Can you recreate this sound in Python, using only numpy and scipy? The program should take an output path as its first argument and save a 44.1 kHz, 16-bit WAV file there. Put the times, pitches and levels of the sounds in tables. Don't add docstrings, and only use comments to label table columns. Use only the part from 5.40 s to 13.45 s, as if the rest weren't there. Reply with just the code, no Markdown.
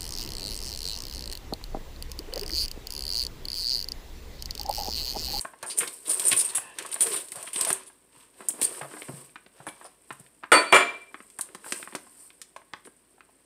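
import sys
import numpy as np
from scipy import signal
from scipy.fft import rfft, irfft
from scipy.io import wavfile
from scipy.ndimage import uniform_filter1d

SR = 44100
rng = np.random.default_rng(int(sys.argv[2]) if len(sys.argv) > 2 else 0)


def rack_gain(trim_db):
    fader = np.asarray(trim_db, float)
    return 10 ** (fader / 20)


def transcribe(signal):
    frames = np.atleast_2d(signal).T
    limited = np.clip(frames, -1, 1)
    pcm = np.round(limited * 32767).astype(np.int16)
    wavfile.write(sys.argv[1], SR, pcm)


N = 355005

# f/Hz, level/dB per Hz
AIR_COLOUR = [(35, -36.5), (60, -8.5), (218, -4.5), (275, 1), (420, -10), (926, -14.5), (1240, -16),
              (2000, -15), (6000, -28.5), (7800, -57.5), (13200, -120)]
AIR_DB, MAINS_HZ = -68.5, 50

# start t/s, end t/s, sheet level/dB, crispness/dB, weight of the hand/dB
MOVES = [(0.0, -0.002, -49, 6.5, -28), (0.217, 0.347, -58.5, -16, -0.5), (0.398, 0.445, -46, 11, -1),
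         (0.542, 0.566, -65, 19.5, -20), (0.684, 0.845, -44.5, 12, -3), (0.878, 0.96, -43.5, 9, -5.5),
         (1.01, 1.21, -50.5, 7, -12), (1.382, 1.54, -47, -6, -6.5), (1.62, 1.765, -41.5, 10.5, -2.5),
         (1.963, 2.06, -48.5, 6.5, -15), (2.185, 2.316, -37.5, -7, -11), (2.393, 2.495, -139, -17, 14),
         (2.76, 2.82, -58.5, 1, -22), (2.99, 3.187, -58.5, 5, 0), (3.219, 3.39, -45.5, 5.5, -5),
         (3.514, 3.809, -54.5, 8.5, -4.5), (4.17, 4.446, -60, -0.5, -8), (4.697, 4.83, -67.5, 8.5, -9),
         (5.45, 5.58, -75.5, 14, 11), (5.726, 5.932, -76.5, 16, -19), (5.995, 6.147, -64, 0, -0.5),
         (6.263, 6.399, -50.5, 11.5, -5.5), (6.519, 6.765, -69.5, 14.5, -22),
         (6.8, 6.854, -68.5, 17.5, -11), (6.908, 6.976, -97, 5, -10)]
REST_DB = [-63, -70.5, -71]
RISE_DB_PER_S, SETTLE_DB_PER_S = 408.5, 161
# f/Hz, level/dB per Hz
FOIL_COLOUR = [(3800, -8.5), (5100, -5), (6500, -13), (8000, -5), (11000, -4.5), (14000, 0), (17000, -4.5)]
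SHEET_COLOUR = [(290, -10.5), (500, 0.5), (785, -14), (942, 3), (1270, -5), (2080, -6.5), (2640, -6),
                (6500, -5.5), (8450, -27), (14300, -120)]
HAND_COLOUR = [(60, -28), (130, -18), (240, -15.5), (370, 2), (520, -3), (800, -9)]
CREASE_SCATTER_DB = 2.5
FLICKER_DB = 2.5

# t/s, peak level/dB, body below the snap/dB, t60/s
SNAPS = [(0.011, -10.5, -18.5, 0.037), (0.188, -40, -6, 0.032), (0.228, -21, -3.5, 0.05),
         (0.387, -0.5, -19, 0.046), (0.4772, -14, -17, .04), (0.7964, -6.5, -15.5, 0.037),
         (0.82, -22, -2, 0.026), (0.841, -20, -2, .03), (0.8824, -2, -21.5, 0.072), (0.928, -7, -30, 0.033),
         (1.387, -11.5, -7, 0.037), (1.425, -23, -10, 0.044), (1.4625, -19, -11, .04),
         (1.49, -22, -18.5, 0.027), (1.5428, -9, -21, .03), (1.669, -11, -9, .04), (1.885, -25, -9, 0.05),
         (1.919, -15, -14, 0.074), (1.958, -17, -13, 0.056), (2.0278, -16, -14, 0.032),
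         (2.2113, -1, -36, .03), (2.2494, -4, -10, 0.028), (2.304, -7, -6, 0.034), (2.329, -2, -24, 0.022),
         (2.4346, -28, -13, 0.046), (2.461, -36, -6, .04), (3.086, -1.5, -27.5, 0.055),
         (3.2147, -8, -10.5, 0.12)]
# t/s, peak level/dB, body below the tick/dB
TICKS = [(4.726, -28.5, -29), (4.7983, -30, -28), (5.825, -38.5, -18), (5.901, -30.5, -13),
         (5.988, -15.5, -17), (6.0107, -8, -13.5), (6.1485, -23.5, -5), (6.3222, -11, -3),
         (6.552, -16.5, -5), (7.016, -20.5, -6.5), (7.163, -33, -3.5), (7.3336, -44.5, -5),
         (7.5656, -43.5, -22.5), (7.7075, -43.5, -24)]
# t/s, peak level/dB, body below/dB, body f/Hz, travel/s
TEARS = [(0.262, -24, -18, 4940, 0.037), (0.2989, -23.5, -4.5, 4750, 0.027),
         (0.3738, -14, -16, 6170, 0.011), (0.3887, -17, -37, 3990, 0.026), (0.6573, -29, -7.5, 3670, 0.028),
         (0.6735, -25, -29, 4200, 0.024), (0.694, -9.5, -20, 5050, 0.024), (0.732, -16, -23, 3740, 0.0094),
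         (0.851, -9, -20.5, 5130, .03), (0.9145, -8, -15, 2600, 0.017), (0.964, -12, -22, 4200, .008),
         (0.973, -8, -22, 5250, 0.026), (0.995, -9, -14, 5150, 0.019), (1.045, -16, -20, 5000, 0.017),
         (1.0884, -23.5, -9.5, 4200, 0.014), (1.1487, -9, -20, 3400, 0.028), (1.515, -21, -24, 3920, 0.028),
         (1.6065, -4, -22, 3300, .006), (1.617, -8, -22, 3300, .012), (1.727, -18.5, -13, 3600, .02),
         (1.7614, -20, -8.5, 3670, 0.014), (1.7808, -33.5, -4, 3630, 0.036), (2.0672, -29, -6, 3230, 0.018),
         (2.131, -17.5, -12.5, 3180, 0.04), (2.168, -16, -23, 3080, 0.072), (2.272, -12, -14, 1900, 0.03),
         (2.465, -33, -15, 3530, 0.021), (3.225, -10, -17, 4550, .024), (4.2668, -28, -15, 3500, 0.023),
         (4.4434, -34.5, -12, 4940, 0.022), (7.45, -37, -16, 3100, 0.015)]
TICK_T60_S, TEAR_T60_S, SNAP_CRACK = 0.049, 0.066, 4.2
TEAR_SING_HZ = 9210

# t/s, peak level/dB, own f/Hz, t60/s
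FINGERS = [(0.049, -19.5, 1060, 0.019), (0.134, -34, 920, 0.027), (0.229, -24.5, 970, 0.19),
           (0.406, -20, 2210, 0.14), (0.43, -22, 1700, 0.082), (0.474, -25, 4000, 0.034),
           (0.655, -36.5, 3800, 0.068), (0.699, -31, 755, 0.14), (0.796, -22.5, 4560, 0.023),
           (0.85, -30, 714, 0.048), (0.914, -12.5, 3220, 0.078), (0.929, -11.5, 2720, 0.012),
           (1.147, -31.5, 1120, 0.072), (1.18, -23.5, 1180, 0.02), (1.385, -26.5, 1850, 0.15),
           (1.449, -27, 1100, 0.07), (1.527, -28, 3800, 0.012), (1.561, -26, 1130, 0.015),
           (1.605, -22, 3050, 0.14), (1.663, -26, 1780, 0.084), (1.718, -26, 3350, 0.11),
           (1.742, -27, 1170, 0.061), (1.921, -31.5, 1810, 0.016), (1.951, -33.5, 667, 0.74),
           (2.074, -31, 2040, 0.027), (2.159, -19.5, 3500, 0.0097), (2.209, -20, 4640, 0.056),
           (2.263, -24.5, 910, 0.16), (2.303, -15, 910, 0.012), (2.498, -43.5, 1130, 0.03)]
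# t/s, peak level/dB, own f/Hz, thud below it/dB
COUNTER = [(2.994, -49, 1980, -4), (3.006, -32.5, 970, -1.5), (3.092, -36.5, 960, -16),
           (3.105, -30.5, 3370, -8), (3.138, -44, 700, 5), (3.19, -35, 816, -5), (3.218, -24, 2880, -0.5),
           (3.412, -25, 900, -22), (3.417, -27, 1300, -27), (3.431, -31, 1190, -22), (3.446, -33, 695, -16),
           (3.514, -36, 1440, -10), (3.538, -33, 1080, 2), (3.567, -33, 1050, -8), (3.62, -26, 2100, -8.5),
           (3.685, -33, 1400, 0), (3.693, -36, 500, 6), (3.958, -28.5, 1540, -31), (4.063, -40, 2270, -2.5),
           (4.202, -36, 760, -22), (4.268, -23.5, 895, -12), (4.287, -29.5, 2310, -32),
           (4.413, -35.5, 1110, -20), (4.449, -35.5, 755, -35), (4.7055, -24.5, 1300, -9),
           (4.796, -50, 780, 1), (4.864, -44, 2380, -17), (5.028, -42, 890, -15), (5.036, -25, 1330, -30)]
# t/s, peak level/dB, own f/Hz, thud below it/dB
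SPATULA = [(5.713, -49, 1046, -20), (5.744, -24.5, 1260, -14), (5.804, -33, 1366, -6),
           (5.991, -27, 1120, -23.5), (6.089, -41, 1470, -3), (6.149, -31, 1100, -4),
           (6.244, -33, 1630, -17), (6.263, -31.5, 950, -18), (6.323, -16, 2070, -14),
           (6.428, -26, 1860, -24), (6.475, -26.5, 1150, -14), (6.525, -34, 1180, -6),
           (6.534, -37, 2780, -4), (6.55, -19, 1084, -14), (6.667, -44, 1070, -8),
           (6.904, -36, 2490, -29.5), (7.016, -32.5, 2430, -20), (7.163, -30.5, 1086, -21),
           (7.217, -43.5, 1090, -36), (7.329, -50, 900, -8), (7.3355, -27, 1110, -42),
           (7.3355, -25, 3600, -40), (7.336, -25, 1950, -40), (7.451, -42, 4000, -30),
           (7.454, -42, 1700, -6), (7.473, -39.5, 1050, 0), (7.78, -48, 708, -12),
           (7.807, -35.5, 1580, -26), (7.89, -51, 734, -14)]
# t/s, peak level/dB, f/Hz
CLICKS = [(0.762, -33, 2960), (0.8194, -27, 3770), (0.8553, -29, 5200), (1.425, -31, 3300),
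          (1.529, -24, 3600), (1.555, -29, 2800), (1.5615, -26, 2600), (1.664, -24, 3300),
          (1.671, -25, 3300), (1.7185, -23, 3600), (1.7455, -24, 3200), (1.76, -29, 1900),
          (2.077, -25, 2300), (2.16, -26, 3300), (3.022, -38, 2600), (3.895, -42, 2600)]
# f/Hz, level/dB, t60/s
BOWL = [(377, -11, 0.07), (718, -11, 0.046), (1080, -8, 0.09), (1610, -10, 0.07), (2406, -10.5, 0.02)]
COUNTER_CYCLES, SPATULA_CYCLES = 81, 47
TAP_RING_CYCLES = 9
FINGER_THUD_DB, CLICK_T60_S = -38.5, 0.012
SCUFF_S = 0.0048
TAP_CRACK, FINGER_CRACK = 4.5, 2.5
HARD_TAP_DB = 2.5

# t/s, level/dB, f/Hz, t60/s
THUMPS = [(0.419, -33, 476, .1), (2.308, -34.5, 384, 0.13), (6.331, -40, 350, 0.052),
          (6.557, -42, 324, 0.057), (0.929, -41, 109, 0.091), (1.656, -30, 456, 0.17),
          (1.718, -29, 402, 0.066), (1.968, -47, 126, 0.057), (2.77, -55, 140, 0.042),
          (3.23, -47, 138, 0.12), (3.416, -40, 143, 0.31), (3.688, -34, 138, 0.22),
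          (3.734, -33.5, 145, 0.075), (4.2, -45, 141, 0.11), (4.275, -41.5, 148, 0.032),
          (4.713, -45, 137, 0.13), (4.802, -44.5, 138, 0.067), (5.12, -37, 150, .1), (5.327, -34, 130, .15),
          (5.462, -53, 115, .1)]
# t/s, level/dB, f/Hz, t60/s
WIRES = [(4.275, -44, 2300, 0.19), (4.449, -60, 5150, 0.11), (5.992, -48, 1044, .1),
         (6.33, -41.5, 1610, .12), (6.668, -54, 1060, 0.091), (7.457, -45, 395, .04),
         (7.474, -44, 395, .05), (1.764, -46, 7600, .07), (7.165, -49, 1084, 0.16), (7.338, -44, 1085, .1)]

SLIDE_HZ = [1020, 1744, 2650]
SLIDE_START_S, SLIDE_END_S, SLIDE_DB, SLIDE_RING_S = 0.97, 1.37, -50.5, 0.013

# t/s, clatter level/dB, treble level/dB, t60/s, worktop level/dB
KNOCKS = [
    (5.1187, 2.5, -23, 0.25, -3),
    (5.127, -2, -28, .2, -4),
    (5.15, -12, -21, .55, -14),
    (5.3225, -17.5, -11.5, 0.042, -20),
    (5.3255, 3, -27, 0.13, -9),
    (5.345, 2.5, -24, 0.14, -10),
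    (5.364, 1, -32, 0.14, -10),
    (5.406, -9, -34, .1, -14),
    (5.385, -11.5, -32, 0.45, -16),
]
# f/Hz, level/dB
CLATTER_COLOUR = [(100, -30), (370, -5), (650, -7), (830, -16), (1000, -6), (1400, -5), (2400, -7),
                  (3300, -11), (4600, -21), (6300, -30), (9100, -58)]
# f/Hz, width/Hz, level/dB
WORKTOP = [(369, 28, -8.5), (607, 84, -6), (994, 28, -3), (1438, 54, 3), (1899, 87, -7), (2100, 46, -9),
           (2364, 110, 0), (2907, 50, -8), (3490, 31, -14)]
WORKTOP_T60_S, WORKTOP_DB = 0.028, -2

RING_HZ = [
    [672, 1011, 1222, 1314, 1457, 1911, 2078, 2344, 2430, 2880, 3989, 4525],
    [695, 1093, 1297, 1695, 1847, 2089, 2355, 2298, 2487, 3042, 3461, 4525],
]
SPLIT_HZ = [
    [5, 6, 7, 11, 9, 13, 10, 12, 8, 14, 9, 7.9],
    [5, 7, 11, 8, 8, 13, 15, 9, 12, 10, 6, 9],
]
# level/dB, t60/s, beat depth 0-1
RINGS = [
    [(-25, 0.27, .5), (-23.5, 0.27, 1), (-27.5, .34, .3), (-22, 0.37, 0.5), (-22, 0.094, .5),
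     (-28.5, 0.39, .4), (-27, 0.18, .4), (-27.5, .6, 0.2), (-26.5, 0.4, 0.6), (-32, 0.21, 0.3),
     (-41, 0.4, 0.5), (-22, .42, .85)],
    [(-21.5, 0.43, 0), (-26, 0.41, 0.5), (-25.5, 0.26, 0.5), (-28, 0.25, 0.6), (-27.5, 0.33, .5),
     (-31, 0.24, .4), (-14, 0.52, 0.8), (-25, 0.2, .3), (-29, 0.099, .3), (-29, 0.13, .3),
     (-42.5, 0.16, 0.3), (-55, 0.2, 0.1)],
]
PING_HZ = [5044, 7125, 8285, 8625, 8950, 9555, 10160, 10550, 12600]
# level/dB, t60/s
PINGS = [
    [(-47, .1), (-41.5, .2), (-43.5, 0.26), (-33, 0.26), (-42, .2), (-57, .2), (-47, .16), (-36.5, .17),
     (-47.5, .15)],
    [(-60.5, .1), (-32, .27), (-54.5, .3), (-47.5, 0.17), (-55.5, 0.29), (-55.5, .3), (-53, 0.2),
     (-34, .18), (-39.5, .25)],
]
PING_RISE_S, RING_LIFT_DB = 0.0067, 1.5

# f/Hz, t60/s
ROOM_T60 = [(150, 0.47), (600, 0.33), (2000, 0.3), (5000, .24), (10000, 0.24)]
NEAR_ROOM_DB, FAR_ROOM_DB, RING_ROOM_DB = -11, -9, -25

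PORT_HZ, PORT_WIDTH_HZ, PORT_DB = 8690, 1096, 16.5
DIP_HZ, DIP_WIDTH_HZ, DIP_SHARE = 6380, 1700, 0.3
TOP_HZ = 15600


def colour(x, points, outside_db=-60):
    hz, db = np.transpose(points)
    log_hz = np.log(np.fft.rfftfreq(x.shape[-1], 1 / SR) + 1)
    gain = rack_gain(np.interp(log_hz, np.log(hz), db, outside_db, outside_db))
    return irfft(rfft(x) * gain, x.shape[-1])


def unit(x):
    return x / np.sqrt(np.mean(x ** 2))


def fade(t60, size):
    return np.exp(-np.log(1000) * np.arange(size) / (SR * t60))


def mode(x, hz, t60):
    pole = np.exp(2j * np.pi * hz / SR - np.log(1000) / (max(t60, 0.002) * SR))
    return signal.lfilter([1], [1, -pole], x).imag


def high(x, hz, order=2):
    return signal.sosfilt(signal.butter(order, hz, "high", fs=SR, output="sos"), x)


def band(x, lo_hz, hi_hz, order=2):
    return signal.sosfilt(signal.butter(order, [lo_hz, hi_hz], "band", fs=SR, output="sos"), x)


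def add(out, s, sound, db):
    i = int(s * SR)
    sound = sound[:N - i]
    out[i:i + len(sound)] += sound * rack_gain(db) / np.max(np.abs(sound))


def burst(t60, noise, crack, held_s=0.):
    held = int(held_s * SR)
    x = noise * np.r_[np.ones(held), fade(t60, len(noise) - held)]
    x[:2] = crack
    return x


def air():
    hum = rack_gain(-76.5) * np.sin(2 * np.pi * MAINS_HZ * np.arange(N) / SR)
    tone, faint = rng.standard_normal((2, N))
    return unit(colour(tone, AIR_COLOUR)) * rack_gain(AIR_DB) + high(faint, 6600) * rack_gain(-86.0) + hum


def movement():
    start, end, db, crisp_db, weight_db = np.transpose(MOVES)[:, :, None]
    s = np.arange(0, N, 64) / SR
    rise_db = RISE_DB_PER_S * np.maximum(start - s, 0)
    settle_db = SETTLE_DB_PER_S * np.maximum(s - end, 0)
    shape = rack_gain(-rise_db - settle_db)
    curves = []
    for level_db, rest_db in zip([db + crisp_db, db, db + weight_db], REST_DB):
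        level = rack_gain(rest_db) + np.sum(shape * rack_gain(level_db), axis=0)
        curves.append(np.interp(np.arange(N) / SR, s, level))
    return curves


def crackle(rate, scatter_db, hiss, lo_hz, hi_hz, count):
    out = 0
    edges = np.geomspace(lo_hz, hi_hz, count + 1)
    for lo, hi in zip(edges, edges[1:]):
        when, size, rub = rng.random(N), rng.exponential(size=N), rng.standard_normal(N)
        steps = np.repeat(rng.standard_normal(N // 500 + 1), 500)
        flurry = uniform_filter1d(steps, size=250)[:N]
        clicks = (when < rate / SR) * np.sign(rub) * rack_gain(scatter_db * size)
        patch = (unit(clicks) + hiss * rub) * rack_gain(FLICKER_DB * flurry)
        out = out + band(patch, lo, hi, order=1)
    return out


def rustle():
    crease, bend, grip = movement()
    fine = crackle(1500, CREASE_SCATTER_DB, 0.35, 4000, 16000, count=3)
    sheet = crackle(550, 2.0, 0.64, 550, 3400, count=4)
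    hands = crackle(300, 1.5, 0.45, 60, 1000, count=1)
    fine = unit(colour(fine, FOIL_COLOUR)) * crease * rack_gain(-10.5)
    sheet = unit(colour(sheet, SHEET_COLOUR)) * bend * rack_gain(-3.0)
    return fine + sheet + unit(colour(hands, HAND_COLOUR)) * grip


def creases():
    out = np.zeros(N)
    rows = SNAPS + [(*row, TICK_T60_S) for row in TICKS]
    for s, db, body_db, t60 in rows:
        x = burst(t60, rng.standard_normal(3000), SNAP_CRACK)
        add(out, s, high(x, 7320, order=3), db - 11.0)
        add(out, s, band(x, 2100, 6370), db + body_db - 3.0)
    for s, db, body_db, hz, travel_s in TEARS:
        flutter = rack_gain(FLICKER_DB * np.repeat(rng.standard_normal(70), 100))
        x = burst(TEAR_T60_S, rng.standard_normal(7000) * flutter, 1.3, travel_s)
        sing_hz = TEAR_SING_HZ * (1 + 0.06 * rng.standard_normal())
        add(out, s, high(x, 6750, order=3), db - 9.5)
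        add(out, s, mode(x, sing_hz, 0.0088), db - 14.0)
        add(out, s, band(x, 1840, 5000), db + body_db - 8.5)
        add(out, s, mode(x, hz, 0.0036), db + body_db - 5.0)
    return out


def taps():
    out, bowl_drive = np.zeros(N), np.zeros(N)
    rows = [(s, db, hz, FINGER_THUD_DB, t60, FINGER_CRACK, SCUFF_S) for s, db, hz, t60 in FINGERS]
    for table, cycles in [(COUNTER, COUNTER_CYCLES), (SPATULA, SPATULA_CYCLES)]:
        for s, db, hz, thud_db in table:
            rows.append((s, db + HARD_TAP_DB, hz, thud_db, cycles / hz, TAP_CRACK, 0.))
    rows += [(*row, FINGER_THUD_DB, CLICK_T60_S, TAP_CRACK, 0.) for row in CLICKS]
    for s, db, hz, thud_db, t60, crack, scuff_s in rows:
        noise = rng.standard_normal(4500)
        ragged = rack_gain(FLICKER_DB * np.repeat(noise[:45], 100))
        x = band(burst(t60, noise * ragged, crack, scuff_s), 75, 6000)
        add(out, s, band(x, 0.42 * hz, 1.38 * hz + 400, order=3), db - 5.0)
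        add(out, s, mode(x, hz, TAP_RING_CYCLES / hz), db - 9.5)
        add(out, s, band(x, 190, 530), db + thud_db - 4.5)
        add(bowl_drive, s, x, db - 33)
    return out + sum(rack_gain(db) * mode(bowl_drive, hz, t60) for hz, db, t60 in BOWL)


def thumps_and_wires():
    out, t = np.zeros(N), np.arange(SR // 2) / SR
    for s, db, hz, t60 in THUMPS + WIRES:
        tone = np.sin(2 * np.pi * hz * t) * fade(t60, SR // 2)
        add(out, s, tone * np.minimum(t / 0.0031, 1), db)
    return out


def slide():
    t, rub = np.arange(N) / SR, rng.standard_normal(N)
    tone = unit(sum(mode(rub, hz, SLIDE_RING_S) for hz in SLIDE_HZ))
    swell = np.clip(np.minimum(t - SLIDE_START_S, SLIDE_END_S - t) / 0.05, 0, 1)
    return tone * rack_gain(SLIDE_DB) * swell


def knocks():
    out = np.zeros(N)
    for s, db, treble_db, t60, top_db in KNOCKS:
        x = burst(t60, rng.standard_normal(SR // 2), 3.)
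        late = np.roll(x, 512)
        blow = high(colour(late, CLATTER_COLOUR)[510:], 260)
        push = high(late[510:], 280)
        worktop = sum(rack_gain(peak_db) * mode(push, hz, WORKTOP_T60_S) for hz, _, peak_db in WORKTOP)
        treble = x * fade(0.83 * t60, len(x)) / fade(t60, len(x))
        treble[:2] = 3.
        add(out, s, blow, db - 5.0)
        add(out, s, high(worktop, 280), db + top_db + WORKTOP_DB)
        add(out, s, band(treble, 4000, 11500), db + treble_db + 0.5)
    return out


def rings():
    out, t = np.zeros(N), np.arange(SR) / SR
    first, second, bounce = KNOCKS[0][0], KNOCKS[4][0], KNOCKS[5][0]
    stops = [second - first, 1.]
    for s, stop, pitches, splits, ring in zip([first, second], stops, RING_HZ, SPLIT_HZ, RINGS):
        for hz, split_hz, (db, t60, depth) in zip(pitches, splits, ring):
            beat = 1 - min(depth, 0.95) * np.cos(2 * np.pi * split_hz * t)
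            tone = np.sin(2 * np.pi * hz * t) * beat * fade(t60, SR)
            add(out, s, tone * (t < stop), db + RING_LIFT_DB)
    for s, ping in zip([first, bounce], PINGS):
        for hz, (db, t60) in zip(PING_HZ, ping):
            tone = np.sin(2 * np.pi * hz * t) * fade(t60, SR)
            add(out, s, tone * np.minimum(t / PING_RISE_S, 1), db)
    return out


def kitchen(x):
    tail = np.zeros(SR // 2)
    for hz, t60 in ROOM_T60:
        noise = rng.standard_normal(SR // 2)
        tail += band(noise, hz / 1.37, hz * 2.17) * fade(t60, SR // 2)
    tail = np.r_[np.zeros(130), tail / np.sqrt(np.sum(tail ** 2))]
    return signal.oaconvolve(x, tail)[:N]


def scene():
    near = rustle() + creases() + taps() + slide()
    far = thumps_and_wires() + knocks()
    steel = rings()
    wet = kitchen(near * rack_gain(NEAR_ROOM_DB) + far * rack_gain(FAR_ROOM_DB) + steel * rack_gain(RING_ROOM_DB))
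    return (high(near + far + steel + wet, 110) + air())[None]


def band_limit(x):
    return signal.sosfilt(signal.butter(12, 16470, fs=SR, output="sos"), x)


def record(dry):
    port = signal.iirpeak(PORT_HZ, PORT_HZ / PORT_WIDTH_HZ, SR)
    x = dry + rack_gain(PORT_DB) * signal.lfilter(*port, dry)
    dip = signal.iirpeak(DIP_HZ, DIP_HZ / DIP_WIDTH_HZ, SR)
    x = x - DIP_SHARE * signal.lfilter(*dip, x)
    x = signal.sosfilt(signal.butter(2, 11500, fs=SR, output="sos"), x)
    x = x + rack_gain(-73.5) * high(rng.standard_normal(N), 11500)
    x = high(0.73 * np.tanh(x / 0.77), 25)
    x = signal.sosfilt(signal.ellip(8, 0.5, 34, TOP_HZ, fs=SR, output="sos"), x)
    return band_limit(x)


dry = scene()
out = record(dry)
transcribe(out)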